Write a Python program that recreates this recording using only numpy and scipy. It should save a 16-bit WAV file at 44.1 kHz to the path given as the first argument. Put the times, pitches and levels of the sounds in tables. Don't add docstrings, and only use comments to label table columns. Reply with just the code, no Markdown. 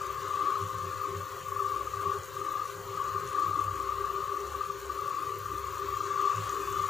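import sys
import numpy as np
from scipy import signal
from scipy.fft import rfft, irfft, next_fast_len
from scipy.io import wavfile
from scipy.ndimage import uniform_filter1d

SR = 44100
rng = np.random.default_rng(int(sys.argv[2]) if len(sys.argv) > 2 else 0)


def int16_out(signal):
    q = np.round(np.clip(np.atleast_2d(signal).T, -1, 1) * 32767)
    wavfile.write(sys.argv[1], SR, q.astype(np.int16))


def rack_gain(trim_db):
    fader = np.asarray(trim_db, float)
    return 10 ** (fader / 20)


N = 304092
LONG = next_fast_len(N)
HZ = np.maximum(np.arange(LONG // 2 + 1) * SR / LONG, 1)
SIMMER_DB, HEAVE_REST_DB = -41.5, -62.5

# centre_s [s], level_db [dB], length_s [s]
HEAVE_EVENTS = [(0.25, -55, 0.11), (0.64, -41, 0.064), (0.76, -46, 0.062), (1.12, -62, 0.05),
                (1.23, -60, 0.037), (1.57, -59, 0.057), (0.87, -46.5, 0.099), (1.18, -45, 0.073),
                (1.88, -62, 0.51), (1.97, -56, 0.066), (2.08, -43.5, 0.04), (2.19, -43.5, 0.042),
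                (2.79, -53, 0.065), (2.9, -58, 0.2), (3.16, -50, 0.054), (3.49, -52, 0.071),
                (3.7, -45, 0.12), (5.64, -57.5, 0.5), (5.9, -65, 0.04), (5.99, -59, 0.049),
                (6.15, -59, 0.054), (6.4, -43.5, 0.099), (6.8, -49.5, 0.11)]


def in_time(rows):
    s, *columns = np.transpose(rows)
    return [np.interp(np.arange(N) / SR, s, c) for c in columns]


def at_hz(points, hz, axis=1):
    return np.interp(np.log(hz), np.log(np.array(points)[:, 0]), np.array(points)[:, axis])


def rms_one(x):
    return x / np.sqrt(np.mean(x ** 2) + 1e-20)


def within(x, low_hz, high_hz):
    sos = signal.butter(4, [low_hz, high_hz], "band", fs=SR, output="sos")
    band = signal.sosfilt(sos, x)
    return x / np.sqrt(np.mean(band ** 2))


def drift(rate_hz):
    r = np.exp(-80 * np.pi * rate_hz / SR)
    noise = rng.standard_normal(N // 40 + 2002)
    slow = signal.lfilter([1], [1, -2 * r, r * r], noise)[2000:]
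    return np.interp(np.arange(N) / 40, np.arange(len(slow)), rms_one(slow))


def wobble(hz, stray_hz, rate_hz):
    phase = 2 * np.pi * np.cumsum(hz + stray_hz * drift(rate_hz)) / SR
    return np.sqrt(2) * np.sin(phase)


def grains(per_s, spread_db):
    sizes = rack_gain(spread_db * np.minimum(rng.exponential(1, N), 4.2))
    signs = rng.choice([-1, 1], N)
    return rms_one(sizes * signs * (rng.random(N) < per_s / SR))


def peak(x, hz, width_hz):
    r = np.exp(-np.pi * width_hz / SR)
    section = [(1 - r * r) / 2, 0, (r * r - 1) / 2, 1, -2 * r * np.cos(2 * np.pi * hz / SR), r * r]
    return signal.sosfilt([section, section], x + 1e-18)


def body(drive, modes, even_s):
    out = np.zeros(N)
    for k, (hz, width_hz, db) in enumerate(modes):
        out += (-1) ** k * rack_gain(db) * peak(drive, hz, width_hz)
    power = uniform_filter1d(out ** 2, size=int(even_s * SR))
    return rms_one(out / np.sqrt(power + 1e-12))


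def coloured(drive, spectrum, patch_hz, patch_s, patchy_db):
    inside = (HZ > spectrum[0][0]) & (HZ < spectrum[-1][0])
    shaped = irfft(rfft(drive, LONG) * rack_gain(at_hz(spectrum, HZ)) * inside, LONG)
    cells = signal.stft(shaped, nperseg=1024)[2]
    field = rng.standard_normal(cells.shape)
    for axis, size in enumerate([patch_hz * 1024 / SR, patch_s * SR / 512]):
        for twice in range(2):
            field = uniform_filter1d(field, size=int(size) + 1, axis=axis)
    gain = rack_gain(patchy_db * np.minimum(rms_one(field), .4))
    return signal.istft(cells * gain, nperseg=1024)[1][:N]


def blips(events, rise_s, trim_db, order=2):
    out, t = np.zeros(N + SR), np.arange(int(6 * rise_s * SR)) / SR
    shape = ((t / rise_s) * np.exp(1 - t / rise_s)) ** order
    for s, db, hz in events:
        i = max(int((s - 0.403 * rise_s) * SR), 0)
        out[i:i + len(t)] += rack_gain(db + trim_db) * shape * np.sin(2 * np.pi * hz * t)
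    return out[:N]


def swells(events, rest_db, restless_db, rate_hz):
    t = np.arange(0, N + 100, 100) / SR
    bells = sum(rack_gain(db) * np.exp(-(2 * (t - s) / length_s) ** 2) for s, db, length_s in events)
    rest = rack_gain(rest_db + restless_db * np.minimum(drift(rate_hz), .7))
    return 20 * np.log10(rest + np.interp(np.arange(N) / SR, t, bells))


def dips(events):
    t = np.arange(0, N + 100, 100) / SR
    bells = sum(db * np.exp(-(2 * (t - s) / length_s) ** 2) for s, db, length_s in events)
    return np.interp(np.arange(N) / SR, t, bells)


def lull(events, before_s, depth):
    marks = np.zeros(N)
    marks[[int(s * SR) for s, db, hz in events]] = 1
    size = int(before_s * SR)
    wide = uniform_filter1d(uniform_filter1d(marks, size=size), size=size)
    return 1 - np.clip(depth, 0, 1) * np.minimum(wide * before_s * SR * 1.35, 1)


def vigour():
    # centre_s [s], level_db [dB], length_s [s]
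    surges = [(0.0, -38, 0.59), (0.46, -27.5, 0.26), (.12, -57, 0.17), (.85, -44, 0.21),
              (1.04, -36.5, 0.17), (1.68, -33, 0.28), (2.07, -31, 0.19), (2.53, -35, 0.28),
              (3.01, -34.5, 0.12), (3.16, -35, 0.13), (3.39, -26, 0.089), (3.56, -32.5, 0.23),
              (3.91, -55, 0.056), (4.12, -39.5, 0.65), (4.63, -39.5, 0.18), (5.13, -33.5, 0.37),
              (5.95, -39, 1), (6.26, -29, 0.2), (6.59, -44, 1), (6.81, -33, 0.13)]
    return swells(surges, SIMMER_DB, restless_db=6.0, rate_hz=0.54) - SIMMER_DB


def fan():
    # time_s [s], line_hz [Hz, 26th multiple of the turning rate], level_db [dB rms]
    line = [
        (0, 517.2, -54.5),
        (1, 517.6, -50),
        (2, 519, -55),
        (3.5, 519.8, -53.5),
        (5.4, 520.6, -56),
        (5.53, 520.4, -61),
        (5.66, 520.2, -54),
        (5.9, 520, -58.5),
        (6.4, 518.6, -53.5),
        (6.9, 518.6, -64),
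    ]
    # order [multiple of the turning rate], level_db [dB rms]
    orders = [(5, -64.5), (6, -66.5), (7, -68), (15, -91), (16, -83), (20, -58.5), (21, -64), (22, -69),
              (23, -75), (27, -69), (28, -69.5), (29, -74), (43, -76), (48, -70.5)]
    line_hz, line_db = in_time(line)
    turn = 2 * np.pi * np.cumsum(line_hz / 26) / SR
    out = rack_gain(line_db) * np.sin(26 * turn)
    for order, db in orders:
        level = rack_gain(db + 4.9 * drift(5.7))
        out += level * np.sin(round(order) * turn + 1.26 * drift(0.87))
    return np.sqrt(2) * out


def dishes():
    # [dB, relative]
    rings = [
        (6.14, 0.2, 4370, -69),
        (6.32, 0.1, 2680, -61.5),
        (6.38, 0.15, 3300, -66),
        (6.6, 0.082, 2503, -61),
        (6.6, 0.21, 3480, -65),
        (6.73, 0.083, 3000, -63),
        (6.74, .13, 3430, -66),
    ]
    out = np.zeros(N)
    for s, length_s, hz, db in rings:
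        i = int(s * SR)
        t = np.arange(min(int(length_s * SR), N - i)) / SR
        swell = np.sqrt(np.sin(np.pi * t / length_s))
        out[i:][:len(t)] += rack_gain(db + 10) * swell * np.sin(2 * np.pi * hz * t)
    return out


def surface():
    # time_s [s], level_db [dB over its calmest level]
    froth = [
        (0, 1),
        (1.0, 0.24),
        (3.5, 0.1),
        (4.8, 0),
        (5.7, 0),
        (6.05, 2.5),
        (6.5, 3),
        (6.9, 2.5),
    ]
    # centre_s [s], level_db [dB], length_s [s]
    puffs = [
        (1.4, -76, 0.63),
        (2.8, -78, 0.65),
        (5.33, -70, 0.33),
        (5.85, -67, 0.28),
        (6.7, -63, .45),
    ]
    # centre_s [s], depth_db [dB], length_s [s]
    veils = [
        (4.75, -4, .12),
        (4.95, 0, .1),
        (5.87, -5, 0.21),
        (6.2, -4.5, 0.36),
    ]
    # start_s [s], peak_db [dB], pitch_hz [Hz]
    droplets = [(0.0687, -41, 6610), (0.7851, -41, 6820), (0.9248, -45, 7140), (1.172, -39, 6670),
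                (2.2344, -37, 6700), (2.6569, -53, 6520), (3.042, -39, 6650), (3.275, -39, 6420),
                (3.4241, -41, 7050), (3.5934, -38, 6700), (4.405, -40, 6100), (4.5206, -44, 7200),
                (5.3872, -33, 15200), (5.5937, -40, 15200), (5.6725, -42, 7000), (5.7443, -41, 7040),
                (5.7825, -39, 7150), (5.9878, -42, 7040), (6.2148, -40, 6800), (6.362, -38, 7300),
                (6.4383, -46, 6850), (6.4944, -30, 6750), (6.5475, -39, 7300), (6.6263, -44, 7140),
                (6.7261, -37, 6970), (6.8239, -38, 7000)]
    # freq_hz [Hz], density_db [dB per Hz]
    churn_spectrum = [(860, -16), (1000, 4), (1500, 0.5), (1900, -5.5), (2300, -8.5), (2800, -7),
                      (3500, -11), (4300, -9), (4700, -14), (5100, -16.5), (6000, -29.5)]
    fizz_spectrum = [(4500, -49), (5500, -2.5), (6800, 5), (7500, -1), (8500, -12.5), (10000, -28)]
    spray_spectrum = [(7000, -5.5), (8500, -1.5), (10000, 2.5), (11300, -0.5), (12500, -14)]
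    mist_spectrum = [(10500, -30), (12000, -3.5), (13500, 0.5), (15300, 7), (17000, -9)]

    froth_db, = in_time(froth)
    churn_db = -52.5 + froth_db + 0.17 * vigour()
    fizz_db = -56.5 + 1.45 * froth_db
    mist_db = swells(puffs, -58.5, restless_db=.6, rate_hz=6.3)
    spray_db = .5 * (fizz_db + mist_db) - 7.0 + dips(veils)

    white = rng.standard_normal(N)
    bursts = rack_gain(4.3 * np.minimum(drift(36.0), 1.6)) * grains(900, spread_db=3.5)
    specks = rack_gain(2.5 * drift(24)) * grains(950, spread_db=4.0)

    churn = coloured(white + 0.18 * bursts, churn_spectrum, patch_hz=60, patch_s=.05, patchy_db=6.0)
    fizz = coloured(white + 0.44 * bursts, fizz_spectrum, patch_hz=150, patch_s=.04, patchy_db=2.5)
    spray_drive = rack_gain(1.2 * drift(22)) * white + 0.96 * bursts
    spray = coloured(spray_drive, spray_spectrum, patch_hz=400, patch_s=.03, patchy_db=2.0)
    mist_drive = white + 0.25 * bursts + 1.0 * specks
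    mist = coloured(mist_drive, mist_spectrum, patch_hz=600, patch_s=.015, patchy_db=-0.5)

    out = rack_gain(churn_db) * within(churn, 1630, 5900) + rack_gain(fizz_db) * within(fizz, 4200, 10600)
    out += rack_gain(spray_db) * rms_one(spray) + rack_gain(mist_db) * within(mist, 12700, 15800)
    return out + blips(droplets, rise_s=0.00036, trim_db=3.5)


def gurgle():
    # centre_s [s], level_db [dB], length_s [s]
    glug_runs = [(0.45, -58.5, 0.33), (1.06, -60, 0.05), (1.79, -56.5, 0.16), (2.49, -55.5, 0.18),
                 (3.45, -50, 0.13), (3.59, -45, 0.039), (3.79, -51.5, 0.11), (5.24, -53, 0.083),
                 (5.54, -50.5, 0.046), (5.87, -50.5, 0.089), (6.06, -55, 0.14), (6.24, -56, 0.073),
                 (6.58, -57.5, 0.32)]
    # centre_s [s], depth_db [dB], length_s [s]
    pauses = [(0.748, -10, 0.13), (1.0, -5, 0.24), (1.6, -7.5, 0.42), (2.32, -13, 0.12), (2.5, -6, .1),
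              (2.9, 1, 0.22), (3.3, -6, .1), (3.87, -7, 0.16), (4.15, -8, 0.055), (4.5, 0, .1),
              (4.77, -7, 0.11), (4.97, -5, .2), (5.25, 0, .1), (5.5, -7, 0.36), (5.9, -7, 0.46),
              (6.15, -8, .1), (6.65, -1.5, 0.35)]
    # centre_s [s], level_db [dB], length_s [s]
    rolls = [
        (1.12, -51, 0.078),
        (3.15, -57, 0.7),
    ]
    # pitch_hz [Hz], width_hz [Hz], level_db [dB]
    glug_modes = [(305, 29.6, 0.16), (326.3, 11, 0), (347.3, 16.6, 1)]
    drone_modes = [(442, 145, -2), (472.7, 30, 6.5), (502, 57, -9), (529, 51, 0.5), (571.5, 43, -1.5)]
    # freq_hz [Hz], density_db [dB per Hz]
    plop_spectrum = [(540, 9), (600, 1.5), (700, -2), (800, 0), (950, -1), (1050, -48)]
    rumble_spectrum = [(20, 3), (35, -11), (50, -5), (80, 2), (120, 2.5), (170, 1.5), (200, -7.5),
                       (250, -12), (300, -18)]

    glug_db = swells(glug_runs, -67 + 0.41 * vigour(), restless_db=7.0, rate_hz=7.7)
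    plop_db = -62 + 0.14 * vigour() + 3.2 * np.minimum(drift(12.0), .7) + dips(pauses)
    heave_db = swells(HEAVE_EVENTS, HEAVE_REST_DB, restless_db=9.0, rate_hz=7.0)
    rumble_rest_db = -61.5 + 0.17 * (heave_db - HEAVE_REST_DB)
    rumble_db = swells(rolls, rumble_rest_db, restless_db=2.5, rate_hz=4.2)

    glug = body(grains(300, spread_db=2.0), glug_modes, even_s=0.25)
    plops = coloured(grains(900, spread_db=-1.0), plop_spectrum, patch_hz=70.0, patch_s=.06, patchy_db=8.0)
    rumble = coloured(grains(150, spread_db=1.5), rumble_spectrum, patch_hz=60, patch_s=.06, patchy_db=9.0)
    drone = body(rng.standard_normal(N), drone_modes, even_s=0.1)

    out = rack_gain(glug_db - 0.5) * within(glug, 270, 480) + rack_gain(plop_db + 1.5) * within(plops, 605, 1210)
    return out + rack_gain(rumble_db - 2.0) * within(rumble, 110, 230) + rack_gain(-57.5) * drone


def bulk():
    # centre_s [s], level_db [dB], length_s [s]
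    sloshes = [(0.12, -55, 0.15), (0.74, -63.0, 0.19), (1.85, -53.5, 0.24), (3.8, -54, 0.61),
               (3.93, -69, 0.052), (4.13, -61, 0.33), (4.53, -49, 0.17), (4.88, -53, 0.23),
               (5.6, -50, 0.27), (5.9, -52.5, 0.13), (6.48, -54, 0.15), (6.65, -57, 0.15),
               (6.81, -56, 0.08)]
    # pitch_hz [Hz], width_hz [Hz], level_db [dB]
    thump_modes = [(109.3, 24, -1), (166.5, 7.3, 0), (142.2, 7.4, -13.5)]
    thump_db = swells(HEAVE_EVENTS, HEAVE_REST_DB, restless_db=4.0, rate_hz=6.2)
    slosh_db = swells(sloshes, -77.5, restless_db=9.0, rate_hz=5.3)
    thump = 1.19 * wobble(97.6, stray_hz=4.14, rate_hz=4.26)
    thump += 0.5 * body(grains(200, spread_db=1.5), thump_modes, even_s=0.2)
    slosh = wobble(65.5, stray_hz=3.4, rate_hz=7.75)
    return rack_gain(thump_db + 1.54) * thump + rack_gain(slosh_db + 2.0) * slosh


def pot():
    # crest_s [s], peak_db [dB], pitch_hz [Hz]
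    strong_knocks = [(0.0158, -26.5, 1193), (0.3105, -25.0, 1177), (0.342, -23.0, 1151), (0.3758, -25, 1172),
                     (0.3945, -23.5, 1145), (0.4461, -27, 1205), (0.4718, -21, 1177), (0.4856, -19.5, 1160),
                     (0.5426, -26.5, 1134), (0.558, -24.5, 1236), (0.5732, -24.5, 1103),
                     (1.017, -26.5, 1174), (1.0411, -25.5, 1220), (1.055, -24.5, 1113), (1.487, -28.5, 1135),
                     (1.523, -25.5, 1123), (1.5659, -24, 1143), (1.596, -25, 1237), (1.6035, -21, 1168),
                     (1.624, -23.5, 1130), (1.6502, -25, 1172), (1.6626, -23.5, 1140), (1.7223, -23.5, 1155),
                     (1.7655, -24.0, 1170), (1.8127, -24.5, 1138), (1.875, -26, 1212), (1.9397, -25, 1180),
                     (1.973, -28, 1156), (2.0348, -29, 1158), (2.0608, -23, 1134), (2.0723, -25.5, 1157),
                     (2.0986, -22.5, 1155), (2.1199, -22, 1152), (2.3704, -27, 1174), (2.4178, -26, 1210),
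                     (2.4677, -26.5, 1187), (2.4875, -25, 1145), (2.52, -26.5, 1190), (2.5566, -24, 1186),
                     (2.5984, -24.5, 1189), (2.6204, -25, 1217), (2.657, -28.5, 1150), (2.9767, -26.5, 1226),
                     (3.0171, -24.0, 1130), (3.164, -23.5, 1190), (3.3517, -22.5, 1180),
                     (3.3868, -18.5, 1180), (3.4011, -23, 1180), (3.424, -21.5, 1180), (3.4345, -25, 1210),
                     (3.4463, -23, 1150), (3.4655, -22, 1123), (3.483, -25, 1220), (3.513, -23.5, 1170),
                     (3.5335, -24.5, 1200), (3.5932, -19.0, 1183), (3.6177, -22, 1160), (3.6453, -28, 1166),
                     (3.683, -24, 1190), (3.7135, -28, 1150),
                     (3.8038, -23.5, 1159), (3.894, -22.5, 1169), (3.9236, -24, 1201), (3.9856, -25.5, 1180),
                   (4.0121, -25.5, 1169), (4.0447, -22.5, 1169), (4.1034, -24.5, 1171),
                   (4.1637, -25.5, 1182), (4.3215, -26, 1153), (4.3453, -26, 1162), (4.3717, -24.5, 1171),
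                   (4.5517, -26, 1158), (4.6122, -22, 1199), (4.6636, -28.5, 1187), (4.7036, -24, 1175),
                   (4.9013, -24, 1166), (4.9935, -26, 1213), (5.022, -27.5, 1159), (5.0616, -27.0, 1143),
                   (5.0832, -24.0, 1157), (5.1111, -25.5, 1153), (5.146, -26, 1146), (5.1699, -26, 1168),
                   (5.271, -27, 1169), (5.3226, -27, 1170), (5.4611, -27.0, 1177), (5.5195, -26.5, 1169),
                   (5.5813, -28.5, 1202), (5.6441, -26.5, 1174), (5.7965, -29, 1184), (5.8895, -25.0, 1147),
                   (5.9285, -28, 1160), (5.9412, -26, 1182), (5.9711, -25.5, 1158), (6.0089, -23.0, 1195),
                   (6.0386, -29, 1180), (6.108, -25.0, 1164), (6.1176, -26.5, 1171), (6.1414, -26.5, 1162),
                   (6.1617, -24.0, 1137), (6.1986, -19.5, 1194), (6.2282, -22.5, 1176), (6.2553, -18, 1162),
                   (6.2763, -18.5, 1157), (6.301, -18.5, 1166), (6.318, -24, 1158), (6.3484, -26, 1142),
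                   (6.3829, -25, 1162), (6.441, -29, 1164), (6.5013, -25, 1189), (6.5292, -26, 1176),
                   (6.634, -27.5, 1168), (6.685, -25.5, 1130), (6.7453, -28, 1155), (6.7708, -25.0, 1209),
                   (6.7884, -26, 1172), (6.7992, -20.5, 1171), (6.8179, -27, 1179), (6.8594, -25.0, 1176),
                   (6.8897, -25.5, 1171)]
    # centre_s [s], level_db [dB], length_s [s]
    air_bursts = [(0.09, -49, 0.07), (0.25, -46, 0.028), (0.49, -51.5, 0.11), (0.62, -48, 0.086),
                  (0.85, -47, 0.098), (1.14, -52, 0.11), (1.6, -47, 0.098), (1.8, -47.5, .06),
                  (2.06, -42.5, 0.086), (2.15, -40, 0.06), (2.42, -48, .08), (2.97, -54.5, 0.078),
                  (3.15, -46, 0.031), (3.24, -43, 0.032), (3.84, -54, 0.081), (4.03, -45, 0.05),
                  (4.16, -48.5, 0.1), (4.4, -48, 0.27), (4.69, -59, 0.19), (5.35, -48, 0.054),
                  (5.78, -52, 0.54), (6.08, -49, 0.042), (6.24, -44.5, 0.075), (6.39, -51, 0.056),
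                  (6.58, -45, 0.085), (6.76, -52.5, 0.3)]
    # centre_s [s], depth_db [dB], length_s [s]
    chokes = [(.2, -6, .05), (.73, -19, 0.12), (.96, -15, 0.09), (1.25, -19, 0.085), (1.46, -17, 0.08),
              (1.88, -7.5, 0.21), (2.26, -8, 0.056), (2.5, -15, 0.091), (2.63, -8, 0.096), (2.9, 4, .05),
              (3.31, -1, 0.066), (3.7, -18, 0.07), (4.07, -10, .05), (4.26, -9, .05), (4.53, -13, 0.066),
              (4.8, -3, .06), (5.15, -4, 0.16), (5.45, -11, 0.055), (5.64, -6, .06), (6.46, -8, 0.076)]
    # start_s [s], peak_db [dB], pitch_hz [Hz]
    bloops = [
        (2.62, -53, 480),
        (4.16, -51, 600),
        (4.22, -49, 558),
        (5.28, -45, 455),
        (5.36, -47, 478),
        (6.26, -59, 617),
        (6.55, -44, 451),
        (.45, -53, 615),
    ]
    # pitch_hz [Hz], width_hz [Hz], level_db [dB]
    wall_modes = [(1032, 20, -19.5), (1067, 21, -9.5), (1092, 33.6, -6), (1130.3, 35.4, -1),
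                  (1136.4, 38.6, -5), (1161.7, 27.2, 2), (1166, 25.2, 1.5), (1188.4, 34, -0.5),
                  (1199.1, 35, -3), (1239.2, 36, -11), (1252.4, 23.3, -9), (1260, 3.8, -5),
                  (1308, 47, -18.5), (1308, 14, -28), (1464, 35, -20)]
    air_modes = [(393.9, 12.4, 1.5), (372.7, 21.5, -5)]

    knocks = strong_knocks
    wall_db = SIMMER_DB + 0.92 * vigour()
    air_db = swells(air_bursts, -49.5, restless_db=-1.4, rate_hz=2.8) + dips(chokes)

    turn = 2 * np.pi * np.cumsum(33.4 + .2 * drift(1)) / SR
    trembling = rack_gain(1.6 * np.cos(turn) + 1.2 * np.cos(2 * turn) + 2.2 * np.cos(3 * turn))
    wall = body(trembling * rng.standard_normal(N), wall_modes, even_s=0.089)
    wall = rack_gain(wall_db - .6) * wall * lull(knocks, before_s=.015, depth=.8)
    knock_starts = [(s - .005, db, hz) for s, db, hz in knocks]
    wall = wall + blips(knock_starts, rise_s=0.00685, trim_db=0.34, order=3)
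    wall = signal.sosfilt(signal.butter(8, 960, "high", fs=SR, output="sos"), wall)

    air = 0.77 * wobble(399, stray_hz=3.177, rate_hz=3.855)
    air += 0.6 * body(rng.standard_normal(N), air_modes, even_s=0.098)
    return wall + rack_gain(air_db + 1.2) * air + blips(bloops, rise_s=0.03, trim_db=0.0)


def scene():
    mono = fan() + dishes() + surface() + gurgle() + bulk() + pot()
    return np.tile(mono, (2, 1))


def ports(x):
    # freq_hz [Hz], left_minus_right_db [dB], likeness [0-1]
    port_curve = [(60, -1.2, .9), (200, -.8, .88), (320, 3.5, .99), (800, 4.5, .97), (1170, 8, 1),
                  (1800, 5, 1), (5500, 3.3, .99), (5800, 0, 1), (6800, -.5, .99), (8000, -9, .7),
                  (8700, -20, .3), (9150, -90, .1), (9700, -25, .4), (10700, -18, .4), (11300, -36, .2),
                  (11900, -11, .5), (15400, -4.5, .83)]
    ratio = rack_gain(at_hz(port_curve, HZ))
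    alike = np.clip(at_hz(port_curve, HZ, axis=2), 0, 1)
    direct, scattered = rfft(x, LONG), rfft(np.roll(x, SR // 3), LONG)
    norm = 2 / np.sqrt(1 + ratio ** 2 + 2 * ratio * alike)
    left = norm * ratio * (alike * direct + np.sqrt(1 - alike ** 2) * scattered)
    right = norm * direct
    deaf = (HZ > 8300) & (HZ < 12600)
    deaf_band = [(8300, -3), (12600, -3)]
    flicker = coloured(irfft(left, LONG), deaf_band, patch_hz=500, patch_s=.03, patchy_db=17.0)
    return np.array([irfft(left * ~deaf, LONG)[:N] + flicker, irfft(right, LONG)[:N]])


def top_cut(x):
    return signal.sosfilt(signal.butter(12, 15850, fs=SR, output="sos"), x)


def record(dry):
    held = .19 * np.tanh(dry[0] / .19)
    steep = signal.ellip(10, .5, 30, 15470, fs=SR, output="sos")
    mix = signal.sosfilt(steep, ports(held))
    return top_cut(mix)


dry = scene()
out = record(dry)
int16_out(out)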